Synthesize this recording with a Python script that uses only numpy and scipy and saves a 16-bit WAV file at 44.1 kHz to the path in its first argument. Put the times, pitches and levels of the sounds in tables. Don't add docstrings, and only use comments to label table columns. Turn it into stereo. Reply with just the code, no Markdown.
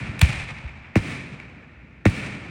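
import sys
import numpy as np
from scipy import signal
from scipy.fft import rfft, irfft
from scipy.io import wavfile
from scipy.ndimage import map_coordinates

SR = 44100
rng = np.random.default_rng(int(sys.argv[2]) if len(sys.argv) > 2 else 0)


def transcribe(signal):
    frames = np.atleast_2d(signal).T
    limited = np.clip(frames, -1, 1)
    pcm = np.round(limited * 32767).astype(np.int16)
    wavfile.write(sys.argv[1], SR, pcm)


N = 110250
SIZE = 4 * SR
HZ = np.fft.rfftfreq(SIZE, 1 / SR)
T = np.arange(N) / SR


def amp(db):
    return 10 ** (np.asarray(db) / 20)


def along(points, hz=HZ):
    point_hz, value = np.transpose(points)
    return np.interp(np.log(hz + 1), np.log(point_hz + 1), value)


def causal(points):
    cepstrum = irfft(np.log(amp(along(points))))
    cepstrum[1:SIZE // 2] *= 2
    cepstrum[SIZE // 2 + 1:] = 0
    return np.exp(rfft(cepstrum))


def delay(seconds):
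    return np.exp(-2j * np.pi * HZ * seconds)


def sound(spectrum):
    return irfft(spectrum, SIZE)[..., :N]


def wobble(rate):
    return map_coordinates(rng.standard_normal(1024), [T * rate], mode="wrap")


# (frequency [Hz], likeness [-1 to 1])
LIKENESS = [(60, 1), (120, 0.98), (240, 0.91), (380, 0.32), (520, 0.055), (750, -0.61), (1050, -0.63),
            (1400, 0.22), (1800, 0.53), (2800, -0.034), (4000, 0.17), (7500, -0.18), (15000, 0.32)]


def diffuse(points):
    angle = np.arccos(np.clip(along(LIKENESS), -1, 1)) / 2
    noise = rfft(rng.standard_normal((2, SIZE))) * amp(along(points))
    mid, side = noise * [np.cos(angle), np.sin(angle)]
    return sound(np.array([mid + side, mid - side]))


def pulse(points, ragged_hz, ragged_s):
    burst = rng.standard_normal((2, N)) * T * np.exp(-T / ragged_s)
    torn = rfft(burst / np.linalg.norm(burst, axis=1, keepdims=True), SIZE)
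    torn /= np.sqrt(np.abs(torn) ** 2 + .1)
    torn_share = HZ ** 2 / (HZ ** 2 + ragged_hz ** 2)
    clean_share = np.sqrt(1 - torn_share ** 2)
    return causal(points) * (clean_share + torn_share * torn)


ECHO_SPREAD_S = .0008


def ground(lag_s, echo_db, dull_hz):
    paths = np.array([delay(lag_s - ECHO_SPREAD_S / 2), delay(lag_s + ECHO_SPREAD_S / 2)])
    return 1 + paths * amp(echo_db) / (1 + 1j * HZ / dull_hz)


# (frequency [Hz], time [s])
ROLL_DECAY = [(60, 1.67), (250, 1.88), (1000, 2.7), (2300, 1.87), (4200, 1.41), (8000, 1.075),
              (14000, 0.39)]
BLOOM_S, BLOOM_DB, BLOOM_WIDTH_S = 0.17, 1.5, .065
SCATTER_S = 0.004


def roll(start, points, early_db, early_s, hold_s, scatter_db, flutter_db, bloom_s=BLOOM_S):
    hz, t, bands = signal.stft(diffuse(points), SR, nperseg=512)
    bands = bands * amp(-60 * np.maximum(t - start - hold_s, 0) / along(ROLL_DECAY, hz)[:, None])
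    fading = signal.istft(bands, SR, nperseg=512)[1][:, :N]
    age = np.maximum(T - start, 0)
    early = early_db * np.clip(1 - age / early_s, 0, 1)
    bloom = BLOOM_DB * np.exp(-((age - bloom_s) / BLOOM_WIDTH_S) ** 2)
    far = amp(early + bloom)
    near = amp(scatter_db) * np.exp(-age / SCATTER_S)
    onset = np.clip(age / 0.0023, 0, 1)
    flutter = amp(flutter_db * (wobble(30.03) + wobble(220)))
    return fading * np.hypot(far, near) * onset * flutter


# (frequency [Hz], level [dB])
EARLIER_SPECTRUM = [(20, -35), (60, -3.5), (130, -4.5), (260, -8), (420, -20.5), (800, -17.5),
                    (1400, -21.5), (2300, -22), (4000, -27), (6500, -34), (9500, -33), (11500, -54),
                    (16000, -61.5)]


def earlier_roll():
    return amp(-2.5) * roll(-0.28, EARLIER_SPECTRUM, early_db=0, early_s=.1, hold_s=0.11,
                            scatter_db=0, flutter_db=0.56)


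# (frequency [Hz], level [dB])
RUMBLE_SPECTRUM = [(20, -56), (40, -43.5), (62, -21.5), (220, -30.5), (450, -42.5), (1000, -45),
                   (2300, -49), (4000, -61), (8000, -74.5), (12000, -90)]


def rumble():
    return diffuse(RUMBLE_SPECTRUM)


# (time [s], level [dB], pitch [ratio])
THUD_EVENTS = [(.007, -3, 1.24), (0.077, -1, 1.14), (.284, -1.5, 1.36), (.632, 3, 0.76),
               (1.315, -5.5, 1.48)]
# (frequency [Hz], level [dB])
THUD_SPECTRUM = [(25, -9), (58, 21), (92, 28.5), (160, 14), (280, 1), (1000, -43), (8000, -100)]


def thuds():
    total = 0
    for start, db, pitch in THUD_EVENTS:
        shifted = np.array(THUD_SPECTRUM) * [pitch, 1]
        total = total + amp(db) * delay(start) * causal(shifted)
    return sound(total)


# (time [s], level [dB], treble tilt above 2400 Hz [dB per octave], burst decay [s])
POP_EVENTS = [(0.193, 1.5, 2.5, 0.00075), (0.845, -5.5, -19, 0.0038), (1.4007, -3.5, -7, 0.00026),
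              (2.0987, -12, 5, .0005)]
# (frequency [Hz], level [dB])
POP_SPECTRUM = [(100, -6.5), (700, -9), (2300, -2.5), (5000, -9.5), (9500, -13), (13000, -27.5),
                (16000, -31)]
POP_SCATTER_DB, POP_SCATTER_S = -33, .009


def pops():
    total = 0
    octaves_up = np.log2(np.maximum(HZ / 2400, 1))
    for start, db, tilt_db, decay_s in POP_EVENTS:
        noise = amp(POP_SCATTER_DB) * diffuse(POP_SPECTRUM)
        scatter = rfft(noise * np.exp(-T / POP_SCATTER_S), SIZE)
        snap = pulse(POP_SPECTRUM, ragged_hz=1430, ragged_s=decay_s) + scatter
        total = total + amp(db + tilt_db * octaves_up) * delay(start) * snap
    return sound(total)


# (time [s], blast level [dB], roll level [dB], ground echo delay [s])
CRACK_EVENTS = [(.214, 0.491, -2, .0124)]
# (frequency [Hz], level [dB])
CRACK_SPECTRUM = [(20, 19), (42, 36.5), (65, 46), (120, 46), (185, 32.5), (260, 1.5), (420, 5), (700, 11.5),
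                  (2200, 13.5), (3200, 19), (4300, 14.5), (6000, 3.5), (8600, 14), (12000, -7.5),
                  (16000, 7.5)]
# (frequency [Hz], level [dB])
CRACK_ROLL_SPECTRUM = [(20, -30.5), (42, -12), (65, -5), (130, -4.5), (230, -20), (400, -28.5), (800, -18),
                       (1400, -25), (2300, -22), (4000, -26.5), (6500, -33), (9000, -33.5), (10100, -37),
                       (11000, -64.5), (16000, -43)]


def cracks():
    out = np.zeros((2, N))
    for start, blast_db, roll_db, lag_s in CRACK_EVENTS:
        blast = pulse(CRACK_SPECTRUM, ragged_hz=900, ragged_s=.0011)
        blast = blast * ground(lag_s, echo_db=-12.5, dull_hz=2575)
        out += amp(blast_db) * sound(blast * delay(start))
        out += amp(roll_db) * roll(start, CRACK_ROLL_SPECTRUM, early_db=2.5, early_s=0.36, hold_s=0.036,
                                   scatter_db=17.5, flutter_db=1.5, bloom_s=.13)
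    return out


# (time [s], blast level [dB], roll level [dB], ground echo delay [s],
#                wall echo delay [s], wall echo level [dB])
BANG_EVENTS = [(0.9568, -5.5, -4.5, .0094, .028, -10), (2.0549, -3.5, -2.5, .0095, 0.0197, -4)]
# (frequency [Hz], level [dB])
BANG_SPECTRUM = [(20, 21), (50, 39), (100, 43), (230, 39.5), (320, 39), (420, 31), (600, 29.5), (1000, 17),
                 (2200, 17), (3300, 5), (4300, 6), (8000, -0.5), (12000, -20.5), (16000, -4)]
# (frequency [Hz], level [dB])
BANG_ROLL_SPECTRUM = [(20, -37), (42, -32), (65, -14), (130, -7.5), (250, -11.5), (420, -21.5),
                      (800, -20.5), (1400, -26), (2300, -25.5), (4000, -31), (6500, -38), (9000, -39),
                      (10100, -44.5), (11000, -77.5), (16000, -49.5)]
WALL_DULL_HZ = 157


def bangs():
    out = np.zeros((2, N))
    for start, blast_db, roll_db, lag_s, wall_s, wall_db in BANG_EVENTS:
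        wall = amp(wall_db) * delay(wall_s) / (1 + (HZ / WALL_DULL_HZ) ** 4)
        paths = ground(lag_s, echo_db=-3.5, dull_hz=2110) + wall
        blast = pulse(BANG_SPECTRUM, ragged_hz=2310, ragged_s=0.00051) * paths
        out += amp(blast_db) * sound(blast * delay(start))
        out += amp(roll_db) * roll(start, BANG_ROLL_SPECTRUM, early_db=8.5, early_s=0.041, hold_s=.15,
                                   scatter_db=4, flutter_db=0.74)
    return out


def scene():
    return earlier_roll() + rumble() + thuds() + pops() + cracks() + bangs()


# (frequency [Hz], gain [dB])
RIGHT_GAIN = [(300, -1), (750, 0.5), (1200, 2), (1620, 4.5), (1800, 12), (1960, 9), (2300, 13.5),
              (2620, 11), (2850, 4), (3300, 0.5), (4300, -1.5), (6500, -2.5), (10000, -0.5)]
BASS_DELAY_S, DELAY_KNEE_HZ = 0.0459, 42.5
TREBLE_LEAD_S, LEAD_FROM_HZ = 0.000738, 1200
PEAK, TOP_HZ = .95, 16100


def record(dry):
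    sweep = np.exp(-2j * np.pi * BASS_DELAY_S * DELAY_KNEE_HZ * np.log1p(HZ / DELAY_KNEE_HZ))
    lead = np.exp(2j * np.pi * TREBLE_LEAD_S * np.maximum(HZ - LEAD_FROM_HZ, 0))
    ports = np.array([np.ones(len(HZ)), amp(along(RIGHT_GAIN)) * lead])
    heard = sound(rfft(dry, SIZE) * ports * sweep)
    clipped = np.clip(heard, -PEAK, PEAK)
    return signal.sosfilt(signal.butter(24, TOP_HZ, fs=SR, output="sos"), clipped)


dry = scene()
out = record(dry)
transcribe(out)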